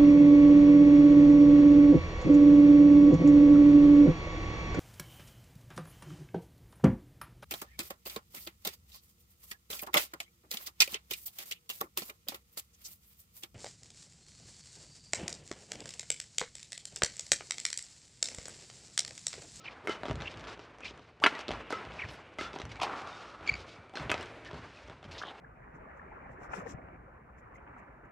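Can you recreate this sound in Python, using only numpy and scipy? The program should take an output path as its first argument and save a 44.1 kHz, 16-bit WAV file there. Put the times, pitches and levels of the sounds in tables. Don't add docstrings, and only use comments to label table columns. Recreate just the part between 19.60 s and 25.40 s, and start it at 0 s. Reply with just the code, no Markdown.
import sys
import numpy as np
from scipy import signal
from scipy.fft import rfft, irfft, next_fast_len
from scipy.io import wavfile
from scipy.ndimage import uniform_filter1d

SR = 44100
rng = np.random.default_rng(int(sys.argv[2]) if len(sys.argv) > 2 else 0)


def amplitude_ratio(level_db):
    exponent = np.asarray(level_db, float) / 20
    return 10 ** exponent


def file_out(sig):
    cols = np.atleast_2d(sig).T
    lim = np.clip(cols, -1, 1)
    pcm = np.round(lim * 32767).astype(np.int16)
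    wavfile.write(sys.argv[1], SR, pcm)


N = 255817
T = np.arange(N) / SR


def noise(n=N):
    return rng.standard_normal(n)


def colour(x, points):
    hz, db = np.transpose(points)
    size = next_fast_len(len(x))
    log_f = np.log(np.arange(size // 2 + 1) * SR / size + 1)
    gain = amplitude_ratio(np.interp(log_f, np.log(hz), db))
    return irfft(rfft(x, size) * gain, size)[:len(x)]


def band(x, lo_hz, hi_hz):
    sos = signal.butter(2, [lo_hz, min(hi_hz, 0.45 * SR)], "band", fs=SR, output="sos")
    return signal.sosfilt(sos, x)


def unit(x):
    return x / np.sqrt(np.mean(x ** 2))


def add(out, start_s, x):
    i = int(start_s * SR)
    out[i:i + len(x)] += x[:N - i]


def decay(t, t60_s):
    return np.exp(-np.log(1000) * t / t60_s)


def burst(fall_s, lo_hz, hi_hz):
    t = T[:1500]
    push = 0.5 * noise(len(t)) * np.exp(-t / fall_s)
    push[0] = np.sqrt(fall_s * SR) / 2
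    x = band(band(push, lo_hz, hi_hz), lo_hz / 4, 1.82 * hi_hz)
    return x / np.abs(x).max()


def flicker(rate_hz):
    hold = int(SR / rate_hz)
    levels = np.repeat(noise(N // hold + 1), hold)
    return unit(uniform_filter1d(levels, hold)[:N])


def swells(table, rise_s, rest_db):
    power = np.full(N, amplitude_ratio(rest_db) ** 2)
    for s, db, t60_s in table:
        swell = amplitude_ratio(db) * (1 - np.exp(-T / rise_s)) * decay(T, t60_s)
        add(power, s, swell ** 2)
    return np.sqrt(power)


# t/s, crack level/dB, bright edge level/dB, crack f/Hz, hall send level/dB
NEAR_BLOWS = [(0.273, -23, -4.5, 2150, 2), (0.2826, -28, -18, 1300, 0), (0.2947, -28, -4, 1340, -3),
              (1.6388, -3.5, -31, 1690, 5), (1.6422, -9.5, -12, 1260, 1.5), (1.6528, -15, -28, 1150, -8),
              (1.6622, -5.5, -21, 1260, -21), (1.6657, -6.5, -13.5, 1340, -16), (2.1058, -27, -6, 760, 1),
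              (2.1254, -23, -7.5, 1260, 4.5), (2.7861, -30, -9, 2110, 2), (2.811, -22.5, -12, 1320, 8),
              (4.4957, -21.5, -18, 2170, -2), (4.5017, -18, -13, 1980, -4),
              (4.5161, -12.5, -5.5, 1390, 5.5), (4.542, -21.5, -28, 2370, 5)]
# t/s, crack level/dB, bright edge level/dB, crack f/Hz, hall send level/dB
FAR_BLOWS = [
    (3.2, -37.5, -16, 1120, 34.4),
    (3.217, -20.5, -13, 816, 11.6),
    (3.2325, -22.5, -1.5, 880, 6.7),
    (3.266, -30, -27, 890, 5),
    (3.296, -31, -27, 1340, 28),
    (5.617, -35.5, -27, 1350, 8),
    (5.636, -33, -32, 1280, 8),
    (5.65, -39, -30, 870, 24.7),
]


def rackets(table, width, edge_hz, body_db):
    direct, send = np.zeros(N), np.zeros(N)
    for s, db, edge_db, hz, hall_db in table:
        crack = burst(0.0015, hz / width, hz * width)
        body = amplitude_ratio(body_db + 0.46 * db) * burst(0.0048, 254, 906)
        edge = amplitude_ratio(edge_db) * burst(0.0039, edge_hz, 9200)
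        add(direct, s, body + amplitude_ratio(db) * (crack + edge))
        add(send, s, amplitude_ratio(db + hall_db) * band(crack, hz / width, hz * width))
    return np.array([direct, send])


# t/s, f/Hz, level/dB, t60/s
STRING_RINGS = [(0.001, 1296, -55, .3), (.272, 430, -34, 0.025), (0.2937, 378, -21, 0.018),
                (0.273, 1320, -30, .03), (1.6375, 1590, -10, 0.018), (1.6525, 900, -16, 0.015),
                (1.661, 1057, -15, 0.026), (1.664, 392, -24, 0.04), (2.13, 2040, -47, 0.32),
                (2.126, 455, -26, 0.034), (3.216, 2500, -31, 0.034), (3.216, 3250, -33, .03),
                (3.231, 2450, -32, 0.054), (3.231, 3750, -34, .03), (3.478, 1330, -42, 0.054),
                (2.83, 2850, -51, 0.22), (2.855, 1380, -42, 0.13), (.272, 2140, -30.5, 0.064),
                (0.283, 1327, -32.5, 0.17), (.295, 2076, -35, 0.14), (0.295, 3000, -40.5, 0.25),
                (0.295, 1273, -43, 0.12), (1.6412, 4740, -18.5, 0.032), (1.638, 2880, -24, 0.074),
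                (1.665, 1380, -16, 0.052), (1.666, 3000, -17.5, 0.03), (1.752, 5860, -59, 0.065),
                (2.127, 1287, -33, 0.26), (3.234, 830, -32, 0.097), (2.17, 5320, -54, 0.087),
                (2.787, 2057, -36.5, 0.13), (2.79, 1275, -37, 0.19), (2.811, 1344, -40, 0.29),
                (2.83, 3460, -48, 0.26), (3.527, 3660, -50.5, 0.16), (4.356, 4190, -44, 0.15),
                (4.371, 1520, -30, 0.029), (4.497, 2670, -21, 0.018), (4.516, 1252, -34.5, 0.18),
                (4.515, 2560, -26.5, 0.061), (4.611, 2890, -44, 0.066)]


def strings():
    out, t = np.zeros(N), T[:15000]
    chances = rng.random((len(STRING_RINGS), 2))
    for (s, hz, db, t60_s), (split, turn) in zip(STRING_RINGS, chances):
        partner_hz = hz + 25 + 40 * split
        pair = np.sin(2 * np.pi * hz * t) + 0.53 * np.sin(2 * np.pi * (partner_hz * t + turn))
        add(out, s, amplitude_ratio(db) * pair * decay(t, t60_s) * (1 - np.exp(-t / 0.0013)))
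    return out


# t/s, length/s, start f/Hz, end f/Hz, level/dB
RACKET_SWISHES = [
    (0.23, 0.038, 323, 462, -39.5),
    (1.611, 0.029, 404, 1430, -27.5),
    (3.183, 0.021, 600, 1110, -38),
    (5.6, 0.0094, 760, 1100, -41),
    (2.77, 0.011, 353, 555, -47),
    (4.317, 0.038, 570, 877, -43.5),
    (4.442, 0.038, 480, 875, -55),
]


def swishes():
    out = np.zeros(N)
    for s, length_s, from_hz, to_hz, db in RACKET_SWISHES:
        u = T[:int(length_s * SR)] / length_s
        wobble = uniform_filter1d(noise((2, 4000)), size=70)[:, :len(u)]
        phase = 2 * np.pi * np.cumsum(from_hz + (to_hz - from_hz) * u) / SR
        whoosh = (1 + 4 * wobble[0]) * np.sin(phase) + 4 * wobble[1] * np.cos(phase)
        add(out, s, amplitude_ratio(db) * u ** 1.17 * np.cos(1.3 * u ** 3) * whoosh)
    return out


# t/s, tick level/dB
HEEL_LANDINGS = [(0.1077, -59), (0.4337, -27), (0.4552, -27.5), (0.4635, -33.5), (0.4833, -31.5),
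                 (0.497, -30), (0.511, -26), (0.9756, -44), (0.9934, -39.5), (1.309, -39.5), (1.3407, -45),
                 (2.94, -37), (2.37, -47), (4.366, -40), (4.943, -39), (5.285, -44), (5.298, -37.5),
                 (1.3947, -46), (1.8905, -26), (1.9071, -25), (2.2304, -46), (2.5123, -39), (2.9555, -44),
                 (2.9609, -30.5), (3.0005, -34.5), (3.809, -40.5), (3.8278, -47), (4.3378, -42),
                 (4.3983, -36.5), (4.5986, -38.5), (4.9123, -36.5), (4.9314, -37.5), (5.429, -41),
                 (5.4516, -43.5)]
# t/s, tick level/dB
TOE_PUSHES = [(0.61, -32), (0.59, -45), (1.784, -49), (1.923, -30.5), (1.936, -33), (2.9995, -32),
              (3.2006, -27.5), (4.8552, -38), (4.9131, -42), (4.932, -47), (4.95, -48), (5.4279, -49),
              (5.4424, -37.5), (5.716, -44), (5.7472, -59), (0.604, -31), (0.621, -28), (0.7412, -35),
              (0.8414, -35), (0.85, -39), (0.8718, -34.5), (1.7518, -30), (1.8821, -22), (1.9155, -25.5),
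              (1.9494, -39), (2.2513, -34), (2.2876, -43), (2.3203, -35), (2.932, -34.5), (3.0175, -27),
              (3.1578, -36), (4.3555, -27), (4.372, -25), (4.579, -30), (4.67, -39)]
# t/s, tick level/dB
SOLE_SLAPS = [(0.49, -35), (0.5121, -32), (0.53, -38), (0.7601, -47), (0.796, -39), (1.3765, -43.5),
              (2.3395, -40), (2.9541, -37), (3.005, -37), (3.168, -41), (4.428, -39.5), (5.2653, -51),
              (5.2775, -45), (5.67, -39), (0.556, -32.5), (0.7732, -35.5), (0.8092, -39), (1.1852, -40),
              (1.2061, -38.5), (1.601, -40.5), (1.7918, -30), (1.8004, -46), (1.811, -32), (2.7401, -49),
              (2.9875, -33), (3.0532, -33.5), (3.0937, -44), (3.119, -40), (3.3845, -52), (3.4194, -35.5),
              (3.4732, -34.5), (3.5292, -53), (4.2956, -44), (4.6102, -30), (4.6282, -31), (4.6594, -37),
              (4.8489, -38.5), (5.2825, -48), (5.297, -55), (5.512, -43)]


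def steps(table, knock_db, edge_db):
    out = np.zeros(N)
    for s, db in table:
        tick = burst(0.0012, 830, 3740)
        knock = amplitude_ratio(knock_db) * burst(0.002, 177, 937)
        edge = amplitude_ratio(edge_db) * burst(0.00078, 2950, 6860)
        add(out, s, amplitude_ratio(db) * (tick + knock + edge))
    return out


# t/s, level/dB, f/Hz, length/s, glide/ratio
CLEAN_SQUEAKS = [
    (1.74, -40.5, 1990, 0.038, 0.93),
    (3.889, -16.5, 2285, 0.013, 1.027),
]
# t/s, level/dB, f/Hz, length/s, glide/ratio
LUNGE_CHIRPS = [
    (3.873, -28, 2190, 0.0081, 1.07),
    (3.8805, -35, 2220, 0.0098, 1),
    (3.902, -44.5, 2330, 0.011, 0.81),
    (3.911, -40, 2340, 0.012, 0.85),
    (3.92, -41, 2300, 0.011, 1.02),
    (3.936, -30.5, 2340, 0.01, 0.98),
    (3.949, -39.5, 2340, 0.011, 0.93),
]
# t/s,
# level/dB, f/Hz, length/s, glide/ratio
GRITTY_RASPS = [(.052, -40.5, 2870, 0.023, 0.73), (.068, -47, 2770, .02, 1.2),
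                (.076, -37, 2510, 0.016, 0.93), (.652, -39, 2640, 0.018, 1.1),
                (.668, -31.5, 2706, 0.021, 1.01), (1.218, -51, 2350, 0.014, 1.1),
                (1.231, -38.5, 2360, 0.012, 1.03), (1.247, -38, 2370, 0.024, 1.03),
                (1.277, -47, 3050, 0.011, 1.2), (1.285, -50, 2350, .012, 1.01),
                (2.4, -42.5, 2750, 0.019, 1.1), (2.385, -35.5, 2590, 0.0275, 0.79),
                (2.411, -35, 2515, 0.024, 0.81), (2.43, -38, 2160, .02, 0.72),
                (2.445, -45, 2360, 0.019, 0.98), (3.882, -40.5, 3200, 0.0078, 1.1),
                (3.862, -45, 2670, 0.0084, 1.06), (3.93, -40, 2550, 0.0073, 0.98),
                (3.1, -50.5, 2250, .035, .97), (3.145, -49, 2150, 0.043, 1.1),
                (4.86, -45, 1790, 0.017, 1.01), (4.88, -45, 1800, 0.017, 0.96),
                (5.168, -51, 2510, 0.014, .98), (5.185, -54, 2330, 0.013, 1.1),
                (5.614, -36.5, 1160, .007, 1.5), (5.62, -35.5, 1470, 0.0064, 1.2),
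                (5.633, -31, 1000, 0.0074, 1.73)]


def squeaks(table, rough, over_db):
    out = np.zeros(N)
    for s, db, hz, length_s, glide in table:
        u = T[:int(length_s * SR)] / length_s
        chance = uniform_filter1d(uniform_filter1d(noise((2, 4000)), size=40), size=30)
        shake, grip = chance[:, :len(u)]
        phase = 2 * np.pi * np.cumsum(hz * (1 + (glide - 1) * u + 0.51 * rough * shake)) / SR
        arch = np.sin(np.pi * u)
        overtones = amplitude_ratio(over_db) * np.sin(2 * phase) + amplitude_ratio(over_db - 11) * np.sin(3 * phase)
        tone = np.sin(phase) + arch * overtones
        add(out, s, amplitude_ratio(db) * arch ** 1.6 * (1 + 7 * rough * grip) * tone)
    return out


# t/s, length/s, level/dB, high edge f/Hz
SOLE_DRAGS = [(0.038, 0.076, -53.5, 6000), (0.107, 0.033, -54.5, 6000), (0.278, 0.093, -47, 12000),
              (0.45, 0.091, -54, 9000), (0.608, 0.15, -52, 8960), (0.768, 0.11, -64, 12100),
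              (0.869, 0.078, -48.5, 10000), (0.988, 0.086, -56.5, 8100), (1.241, 0.071, -44.5, 8000),
              (1.394, 0.15, -67.5, 8040), (1.666, 0.053, -40.5, 15000), (1.777, 0.063, -50.5, 12100),
              (1.895, 0.12, -59, 6000), (2.099, 0.073, -43.5, 15000), (2.318, 0.21, -55, 8900),
              (2.478, 0.13, -55.5, 14000), (2.783, 0.091, -41, 12000), (2.93, 0.12, -56, 10100),
              (3.088, 0.11, -55.5, 10000), (3.212, 0.048, -34.5, 12000), (3.355, 0.089, -49, 11800),
              (3.457, 0.31, -52.5, 11000), (3.862, 0.064, -47, 9000), (3.948, 0.094, -48.5, 12000),
              (4.061, 0.11, -52.5, 11000), (4.353, 0.06, -45, 10100), (4.523, 0.18, -53, 10000),
              (4.853, 0.049, -54.5, 10000), (4.926, 0.45, -59.5, 11000), (5.436, 0.032, -60, 10000),
              (0.708, .022, -53, 9000), (0.8, .024, -57, 10100), (0.926, .03, -52, 9000),
              (3.115, 0.016, -50.5, 9900), (1.226, .02, -56, 7000), (1.416, 0.014, -64, 7960),
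              (0, 0.052, -61, 7000)]
# t/s, length/s, level/dB, high edge f/Hz, low edge f/Hz
SKIDS = [
    (5.511, 0.048, -47.5, 15000, 2300),
    (5.545, 0.048, -49.5, 6000, 2900),
    (5.578, 0.038, -46, 7900, 3100),
    (5.62, 0.098, -42.5, 3800, 2940),
    (5.56, 0.1, -50.5, 13000, 4000),
    (2.5, 0.068, -42, 13000, 8600),
]
# f/Hz, level/dB per Hz
GRIT_COLOUR = [(1180, -30), (2000, -2), (2910, -5.5), (3200, -8.5), (5240, -13), (10900, -34.5),
               (13000, -36)]


def drags(table, stop):
    out = np.zeros(N)
    grains = np.minimum(rng.exponential(size=N), 4.5)
    rubbing = noise() * amplitude_ratio(3.3 * grains + 2 * flicker(60))
    grit = unit(colour(rubbing, [(900, -3)] + GRIT_COLOUR[1:]))
    for s, length_s, db, hi_hz, lo_hz in table:
        u = T[:int(1.5 * length_s * SR)] / length_s
        stroke = band(grit[int(s * SR):][:len(u)], lo_hz, hi_hz)
        stroke = band(stroke, 0.93 * lo_hz, 1.6 * hi_hz)
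        speed = np.minimum(u / 0.078, 1) * np.exp(-1.5 * u ** stop)
        add(out, s, amplitude_ratio(db + 3.5) * speed[:len(stroke)] * stroke)
    return out


# f/Hz, width/Hz, level/dB
FLOOR_MODES = [(57.2, 12, -0.5), (83.8, 12.3, -1.5), (110.7, 17.4, -1), (150.3, 49, -2), (230, 115, -7.5)]
# t/s, boom level/dB, t60/s
BODY_THUDS = [(0.045, -57, 0.52), (0.276, -57, 0.96), (0.497, -29.5, 0.51), (0.747, -45.5, 0.98),
              (1.238, -51, 0.88), (1.652, -65, 0.45), (1.776, -56, 0.7), (1.894, -37.5, 0.45),
              (2.114, -51, 0.47), (2.251, -46, 0.97), (2.43, -39, 0.43), (2.781, -47.5, 1), (3.017, -41, 1),
              (3.415, -56, 1), (3.657, -62, 0.58), (3.898, -37.5, 0.48), (4.181, -48, 0.22),
              (4.397, -38, 1), (4.836, -51, 0.7), (4.926, -42.5, 0.67), (5.232, -49.5, 0.93),
              (5.29, -52, 0.25), (3.8, -50, 0.48), (4.11, -53, 0.24), (.4, -48, 0.37), (5.446, -43, 0.62)]


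def floor_boom():
    boom = np.zeros(N)
    for hz, width_hz, db in FLOOR_MODES:
        boom += amplitude_ratio(db) * unit(band(noise(), hz - width_hz / 2, hz + width_hz / 2))
    boom = boom / np.sqrt(uniform_filter1d(boom ** 2, size=2600) + 0.046 * np.mean(boom ** 2))
    return amplitude_ratio(-2.5) * swells(BODY_THUDS, rise_s=0.0052, rest_db=-63) * unit(boom)


# t/s, level/dB, t60/s
WASH_SWELLS = [(0.03, -51, 2.6), (0.275, -38.5, 0.7), (0.43, -48, 2.5), (0.61, -45, 1.76),
               (0.86, -46, 0.91), (1.19, -52, 1.5), (1.68, -39.5, 0.92), (1.885, -43, 1.02),
               (2.11, -38.5, 0.99), (2.33, -45.5, 1.78), (2.8, -42.5, 0.75), (2.95, -51.5, 4.4),
               (3.22, -36.5, 0.96), (3.38, -47.5, 3.5), (3.58, -48.5, 0.55), (3.82, -44, 0.94),
               (3.9, -68.5, 0.49), (4.35, -41.5, 0.69), (4.4, -41, 0.66), (4.5, -36.5, 0.56),
               (4.6, -47, 1.67), (4.89, -47, 1.7), (5.27, -51.5, 0.69), (5.43, -52, 5.3),
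               (5.645, -46, 1.3)]


def blurred_wash():
    wash = unit(band(noise() * amplitude_ratio(2.07 * flicker(50)), 223, 1687))
    return swells(WASH_SWELLS, rise_s=0.015, rest_db=-66.5) * wash


# f/Hz, t60/s, level/dB
HALL_TAIL = [(144, 1.54, 10), (365, 3, 8), (773, 1.18, 5), (1500, 3.4, -2.5), (3000, 4.1, 3),
             (6000, 0.64, 7), (11000, 0.37, -4)]


def hall(send, near):
    t = T[:int(2.2 * SR)]
    tail = np.zeros(len(t))
    for hz, t60_s, db in HALL_TAIL:
        tail += amplitude_ratio(db) * unit(band(noise(len(t)), hz / 1.31, hz * 1.45)) * decay(t, t60_s)
    tail = tail * (1 - np.exp(-t / 0.0049))
    close = band(noise(8000), 370, 6300) * decay(t[:8000], 0.079)
    late = signal.fftconvolve(send, tail / np.linalg.norm(tail))[:N]
    early = signal.fftconvolve(near, close / np.linalg.norm(close))[:N]
    return amplitude_ratio(-18.5) * late + amplitude_ratio(-10) * early


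# f/Hz, level/dB per Hz
AIR_COLOUR = [(26, -14), (45, 0), (163, -17), (254, -3.5), (661, -4.5), (743, -11), (1610, -40),
              (1770, -22), (2340, -10.5), (2820, -27), (12000, -42), (15600, -88), (22000, -120)]


def ventilation():
    return amplitude_ratio(-63.5 + 4.3 * flicker(6)) * unit(colour(noise(), AIR_COLOUR))


def treble_spread(mix):
    scrambled = band(mix, 4000, 15000) * np.sign(flicker(400))
    top = band(band(scrambled, 8500, 14500), 8000, 14500)
    below = (flicker(25) > 1.1) * band(scrambled, 4500, 9000)
    return amplitude_ratio(-12) * top + amplitude_ratio(-7) * below


def scene():
    blows, send = (rackets(NEAR_BLOWS, width=1.79, edge_hz=2600, body_db=-15.5)
                   + rackets(FAR_BLOWS, width=1.243, edge_hz=2100, body_db=-22))
    ticks = (steps(HEEL_LANDINGS, knock_db=3, edge_db=-14)
             + steps(TOE_PUSHES, knock_db=-8, edge_db=-17)
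             + steps(SOLE_SLAPS, knock_db=-4.5, edge_db=-4))
    squeal = (squeaks(CLEAN_SQUEAKS, rough=0.18, over_db=-16.5)
              + squeaks(LUNGE_CHIRPS, rough=0.36, over_db=-6.5)
              + squeaks(GRITTY_RASPS, rough=0.55, over_db=-30))
    slides = drags([row + (2300,) for row in SOLE_DRAGS], stop=3.3)
    skids = drags(SKIDS, stop=6.4)
    hall_send = send + amplitude_ratio(-1.5) * (ticks + slides) + amplitude_ratio(-8.5) * squeal
    room = hall(hall_send, blows + ticks + squeal / 6)
    mix = blows + strings() + swishes() + ticks + squeal + slides + skids
    mix = mix + floor_boom() + blurred_wash() + room + ventilation()
    side = treble_spread(mix)
    return np.array([mix + side, mix - side])


def starve(x):
    f, _, z = signal.stft(x, SR, nperseg=2048)
    power = np.mean(np.abs(z[:, :-1]) ** 2, axis=0)
    block_power = power.reshape(32, 32, -1).mean(axis=1)
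    strong = np.repeat(block_power, 32, axis=0) > amplitude_ratio(-114) ** 2
    keep = strong | (f[:-1, None] < 10400)
    z[:, :-1] *= np.minimum.accumulate(keep, axis=0)
    return signal.istft(z, SR, nperseg=2048)[1][:, :N]


def band_limit(x):
    return signal.sosfilt(signal.butter(12, 15400, fs=SR, output="sos"), x)


def record(dry):
    trimmed = signal.sosfilt(signal.butter(4, 50, "high", fs=SR, output="sos"), dry)
    trimmed = signal.sosfilt(signal.butter(2, 9000, fs=SR, output="sos"), trimmed)
    haze = amplitude_ratio(-97 + 3 * flicker(6)) * band(band(noise(), 12500, 15300), 12500, 15300)
    return band_limit(starve(trimmed) + haze)


dry = scene()
out = record(dry)
file_out(out)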